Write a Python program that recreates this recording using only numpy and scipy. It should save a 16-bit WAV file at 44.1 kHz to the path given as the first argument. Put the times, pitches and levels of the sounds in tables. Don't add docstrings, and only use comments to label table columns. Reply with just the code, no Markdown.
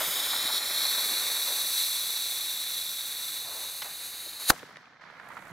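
import sys
import numpy as np
from scipy import signal
from scipy.fft import rfft, irfft
from scipy.io import wavfile

SR = 44100
rng = np.random.default_rng(int(sys.argv[2]) if len(sys.argv) > 2 else 0)


def log_audio(samples):
    frames = np.atleast_2d(samples).T
    limited = np.clip(frames, -1, 1)
    pcm = np.round(limited * 32767).astype(np.int16)
    wavfile.write(sys.argv[1], SR, pcm)


N = 243431
TIME = np.arange(N) / SR
BANG_S = 4.5013


# (frequency [Hz], level [dB])
GROUND_TONE = [(50, -11.5), (180, -18), (400, 0.5), (700, 3), (1500, -5.5), (3000, -25.5), (10000, -30),
               (16000, -32.5)]
# (frequency [Hz], likeness [0-1])
BANG_LIKENESS = [(50, 0.9), (250, .7), (550, 0.25), (1200, 0.69), (2500, 0.71), (8000, 0.69), (15000, 0.83)]
def bang(crack_db=-10, shock_db=-8, shock_s=0.00084, thump_hz=130, ground_db=-24):
    shock = -from_db(shock_db) * (TIME >= BANG_S) * np.exp(-since(BANG_S) / shock_s)
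    thump = signal.sosfilt(signal.butter(1, [25, thump_hz], "band", fs=SR, output="sos"), shock)
    grit = noise(BANG_LIKENESS, GROUND_TONE) * flicker(600, depth_db=2.5)
    ground = from_db(ground_db) * grit * dying(BANG_S, fade_s=0.093)
    return thump + from_db(crack_db) * torn_air() + ground


# (frequency [Hz], level [dB])
CRACK_TONE = [(170, -20), (340, -0.5), (480, -4.5), (620, -6), (800, -3), (1100, -2.5), (1300, 0.5),
              (1550, 2.5), (2000, -11.5), (2700, -18.5), (4500, -8.5), (9000, -16.5), (16000, -21.5)]
# (frequency [Hz], left minus right [dB])
CRACK_PAN = [(100, 1.5), (200, -1.5), (380, -1), (700, -8.5), (1300, -1), (2400, -0.5), (4400, 0.5)]
def torn_air(size=256):
    hz = np.arange(size // 2 + 1) * SR / size
    phase = rng.uniform(0, 2 * np.pi, len(hz))
    phase_gap = np.arccos(np.clip(at_hz(BANG_LIKENESS, hz), 0, 1)) * rng.choice([-1, 1], len(hz))
    sides = np.array([[1], [-1]]) / 2
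    strength = (hz > 0) * from_db(at_hz(CRACK_TONE, hz) + sides * at_hz(CRACK_PAN, hz))
    burst = irfft(strength * np.exp(1j * (phase + sides * phase_gap)), size)
    crack = unit_level(burst * signal.windows.tukey(size, .2))
    start = int(BANG_S * SR)
    return np.pad(crack, [(0, 0), (start, N - start - size)])


# (time [s], jet level [dB], tube level [dB])
FUSE_LEVELS = [(0.03, -31.5, -34.5), (0.37, -34, -31), (0.5, -34, -32.5), (0.57, -33, -26.5),
               (0.6, -36.5, -36.5), (0.79, -32.5, -30), (1.69, -32.5, -34.5), (1.81, -30, -30),
               (1.9, -33.5, -34), (2.71, -37, -36), (2.79, -36.5, -35), (3.05, -38.5, -39.5),
               (3.37, -38, -38), (3.46, -41.5, -41), (3.62, -38.5, -39), (3.95, -43, -44),
               (4.05, -41.5, -42.5), (4.38, -45, -43.5)]
# (frequency [Hz], level [dB])
RUSH_TONE = [(100, -18.5), (250, -8.5), (500, -3), (900, -0.5), (1900, 1), (2400, 0), (2900, -12),
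             (8000, -31)]
# (frequency [Hz], likeness [0-1])
NEAR_LIKENESS = [(50, 0.6), (300, 0.79), (700, 0.82), (1400, 0.93), (2500, 1), (8000, 0.96), (15000, 0.91)]
def fuse(flare_s=4.398, flare_db=5, surge_db=27.5, surge_rise_s=.009, flame_db=-51.5):
    jet_db, tube_db = in_time(FUSE_LEVELS)
    surge = from_db(surge_db) * np.exp(np.minimum(TIME - BANG_S, 0) / surge_rise_s)
    swell_db = 20 * np.log10(from_db(flare_db * (TIME > flare_s)) + surge)
    jet, tube = jet_and_tube()
    jet = from_db(jet_db + 1 + swell_db) * jet
    tube = from_db(tube_db - 0.07 + 0.87 * swell_db) * tube * flicker(45, depth_db=0.7)
    rush_db = flame_db + 0.21 * (jet_db - jet_db.mean()) + 0.68 * swell_db
    rush = from_db(rush_db) * noise(NEAR_LIKENESS, RUSH_TONE) * flicker(40, depth_db=1.5)
    sputter = flicker(430, depth_db=0.5) * flicker(27, depth_db=0.5)
    alight = (TIME < BANG_S) + from_db(-6) * dying(BANG_S, fade_s=0.04)
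    return (jet + tube + rush) * sputter * alight


# (frequency [Hz], level [dB])
JET_TONE = [(100, -24), (400, -20.5), (1000, -10.5), (2300, -4.5), (5000, -1.5), (8500, -0.5), (10500, 3),
            (11400, 3.5), (12300, 5.5), (13200, 1.5), (14400, -1), (16000, -8)]
# (frequency [Hz], level [dB])
TUBE_TONE = [(2500, -43.5), (3150, -10.5), (3450, -5), (3750, 0), (4050, 0), (4400, -4.5), (4800, -13),
             (5600, -20), (8000, -40)]
# (time [s], pitch [Hz])
TUBE_PITCH = [(0, 3710), (.6, 4060), (2.8, 3876), (4.5, 3980)]
def jet_and_tube(settled_hz=3980, left_lead_rad=0.48):
    hz, times, jet = signal.stft(noise(NEAR_LIKENESS), SR, nperseg=512)
    tube = signal.stft(noise(NEAR_LIKENESS), SR, nperseg=512)[2]
    hz = hz[:, None]
    reflection_db = ground_reflection(hz, times)
    pitch_hz = np.interp(times, *np.transpose(TUBE_PITCH))
    jet *= from_db(at_hz(JET_TONE, hz) + reflection_db)
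    tube *= from_db(at_hz(TUBE_TONE, hz * settled_hz / pitch_hz) + reflection_db)
    tube[0] *= np.exp(1j * left_lead_rad)
    return [unit_level(signal.istft(voice, SR)[1][:, :N]) for voice in (jet, tube)]


# (frequency [Hz], width [Hz], level [dB])
DIPS_AND_PEAKS = [(2280, 480, 3.5), (3076, 280, -16), (4970, 320, -8.5), (6050, 900, 4.5),
                  (6770, 330, -8.5), (7720, 710, 3.5), (8870, 260, -3.5), (9660, 1700, 2),
                  (10950, 550, -2.5), (11750, 700, 2), (13200, 860, -3.5), (14200, 800, 2.5),
                  (15100, 600, -1.5)]
# (time [s], frequency [Hz])
LOWEST_DIP = [(0, 2480), (.6, 2770), (1.1, 3030), (3, 3000), (4.5, 3340)]
def ground_reflection(hz, times, resting_dip_hz=2993, back_off_s=0.53):
    slid_hz = hz * resting_dip_hz / np.interp(times, *np.transpose(LOWEST_DIP))
    deeper = .8 * np.exp(-times / back_off_s)
    return sum((db + deeper * min(db, 0)) / (1 + (2 * (slid_hz - centre) / width) ** 2)
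               for centre, width, db in DIPS_AND_PEAKS)


# (frequency [Hz], level [dB])
BODY_TONE = [(80, -23.5), (300, -16), (550, -4), (1000, -2), (1600, 1), (2100, -2), (2700, -14),
             (4500, -20), (8000, -62.5)]
BOOM_TONE = [(30, -33.5), (90, -8.5), (170, 0.5), (300, -4), (700, -32.5), (3000, -71)]
EDGE_TONE = [(1500, -32), (3000, -3), (4200, -2), (6000, -7.5), (8000, -23), (14000, -48.5)]
TREBLE_TONE = [(2500, -31), (6000, 3), (12500, -1), (16000, -8.5)]
# (time [s], level [dB], pitch [Hz], length [s], pitch spread [ratio])
SINGLE_ECHOES = [(5.011, -54, 1396, .012, 0.5), (5.034, -49.5, 1290, 0.0089, .4),
                 (5.198, -39, 1200, 0.0035, 0.5), (5.3, -47, 1180, 0.016, .4),
                 (5.368, -39.5, 1190, 0.012, 0.42), (5.507, -50, 150, .015, .4)]
# (frequency [Hz], likeness [0-1])
FAR_LIKENESS = [(50, 0.97), (1400, 0.88), (3100, 0.31), (7000, 0.5), (15000, .4)]
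def rolling_echo(right_db=5, swing_s=0.82):
    body = echo_band(BODY_TONE, lawn_db=-49.5, fade_db_per_s=17.5, arrival_db=-52, crest_db=-48)
    body *= flicker(90, depth_db=2.1)
    boom = echo_band(BOOM_TONE, lawn_db=-57.5, fade_db_per_s=25.5, arrival_db=-71, crest_db=-61)
    edge = echo_band(EDGE_TONE, lawn_db=-52, fade_db_per_s=40.5, arrival_db=-63, crest_db=-72)
    treble = echo_band(TREBLE_TONE, lawn_db=-47, fade_db_per_s=111, arrival_db=-87, crest_db=-64.5)
    treble *= flicker(60, depth_db=2)
    echoes = body + boom + edge + treble + puffs(SINGLE_ECHOES, FAR_LIKENESS)
    return echoes * pan(-right_db) ** ramp(BANG_S, swing_s)


def echo_band(tone, lawn_db, fade_db_per_s, arrival_db, crest_db, trees_s=5.005):
    lawn = from_db(lawn_db - fade_db_per_s * since(BANG_S)) * ramp(BANG_S, rise_s=0.0083)
    trees_db = arrival_db + (crest_db - arrival_db) * ramp(trees_s, rise_s=0.33)
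    trees = from_db(trees_db) * ramp(trees_s, rise_s=.01)
    return np.hypot(lawn, trees) * noise(FAR_LIKENESS, tone)


# (time [s], level [dB], pitch [Hz], length [s], pitch spread [ratio])
FOOTSTEPS = [(.003, -32.5, 950, .024, .9), (.076, -50.5, 193, .017, 0.33), (.332, -33.5, 1250, 0.01, 0.42),
             (.443, -49, 218, 0.023, 0.47), (.485, -39, 1160, .028, 0.4), (.853, -38, 756, .007, .4),
             (.981, -38, 910, 0.0046, 0.3), (1.057, -48, 291, 0.013, .4), (1.1, -50.5, 314, .04, 0.29),
             (1.46, -47, 654, 0.13, 0.58), (3.45, -51, 750, 0.25, 0.55), (3.819, -33.5, 1700, .008, 1.1),
             (3.84, -47.5, 1050, 0.058, .9), (4.262, -51.5, 444, 0.015, 0.53)]
def feet(start_db=-39, fade_db_per_s=2.5, walk_end_s=1.29, stop_db_per_s=19.5):
    level_db = start_db - fade_db_per_s * TIME - stop_db_per_s * since(walk_end_s)
    rustle = from_db(level_db) * noise(NEAR_LIKENESS, RUSH_TONE) * flicker(30, depth_db=1.5)
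    return rustle + puffs(FOOTSTEPS, NEAR_LIKENESS)


# (time [s], level [dB], pitch [Hz], length [s], pitch spread [ratio])
LANDINGS = [(4.561, -44, 1410, 0.0058, 0.45), (4.592, -46, 1490, 0.0075, 1.3), (4.629, -42, 300, .006, .5),
            (4.63, -41, 1150, .0035, .5), (4.687, -56, 600, .012, .5), (4.708, -50, 1000, 0.004, 0.54),
            (4.7585, -41, 1680, 0.0027, 0.28), (4.769, -40.5, 1200, 0.0027, 1.2),
            (4.856, -52, 1700, .003, .45), (5.287, -55, 9000, 0.0032, 0.59)]
def falling_scraps():
    return puffs(LANDINGS, FAR_LIKENESS) * pan(left_db=-1.3)


# (frequency [Hz], level [dB])
AIR_TONE = [(20, -10.5), (50, -3), (100, -2), (200, -5.5), (500, -6.5), (1500, -10.5), (8000, -33)]
def open_air(level_db=-61.5, drop_db=21, hold_s=0.46, return_db_per_s=40):
    dip_db = np.maximum(drop_db - return_db_per_s * since(BANG_S + hold_s), 0) * (TIME > BANG_S)
    return from_db(level_db - dip_db) * noise(NEAR_LIKENESS, AIR_TONE)


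def puffs(rows, likeness):
    out, source = np.zeros((2, N)), noise(likeness)
    for start, db, hz, length, spread in rows:
        part = slice(int(start * SR), int((start + 10 * length) * SR))
        age = np.arange(out[:, part].shape[1]) / (length * SR / 2)
        edges_hz = [hz / (1 + spread), min(hz * (1 + spread), SR / 2 - 1)]
        band = signal.butter(2, edges_hz, "band", fs=SR, output="sos")
        puff = signal.sosfilt(band, source[:, part] * np.sqrt(age) * np.exp(-age))
        out[:, part] += from_db(db) * puff * np.sqrt(2 * length * SR / np.sum(puff ** 2))
    return out


def noise(likeness, tone=None):
    hz = np.arange(N // 2 + 1) * SR / N
    alike = np.clip(at_hz(likeness, hz), 0, 1)
    mid, side = rfft(rng.standard_normal((2, N)))
    both = np.sqrt(1 + alike) * mid + np.sqrt(1 - alike) * side * [[1], [-1]]
    colour = 1 if tone is None else from_db(at_hz(tone, hz))
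    return unit_level(irfft(both * colour, N))


def flicker(rate_hz, depth_db):
    smoothing = signal.butter(2, rate_hz, fs=SR, output="sos")
    wander = signal.sosfilt(smoothing, rng.standard_normal(N + SR))[SR:]
    return unit_level(from_db(depth_db * unit_level(wander)))


def dying(start, fade_s):
    return (TIME >= start) * from_db(-60 * since(start) / fade_s)


def ramp(start, rise_s):
    return np.minimum(since(start) / rise_s, 1)


def since(start):
    return np.maximum(TIME - start, 0)


def in_time(rows):
    times, *columns = np.transpose(rows)
    return [np.interp(TIME, times, column) for column in columns]


def at_hz(points, hz):
    frequencies, values = np.transpose(points)
    return np.interp(np.log(hz + 1), np.log(frequencies), values)


def pan(left_db):
    return from_db(np.array([[left_db], [-left_db]]) / 2)


def from_db(db):
    return 10 ** (np.asarray(db) / 20)


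def unit_level(x):
    return x / np.sqrt(np.mean(x ** 2) + 1e-20)


def scene():
    scraps = falling_scraps()
    return fuse() * pan(left_db=-.2) + feet() + bang() + scraps + rolling_echo() + open_air()


def record(dry, cutoff_hz=15750):
    overloaded = np.tanh(dry)
    return signal.sosfilt(signal.ellip(12, .1, 80, cutoff_hz, fs=SR, output="sos"), overloaded)


dry = scene()
out = record(dry)
log_audio(out)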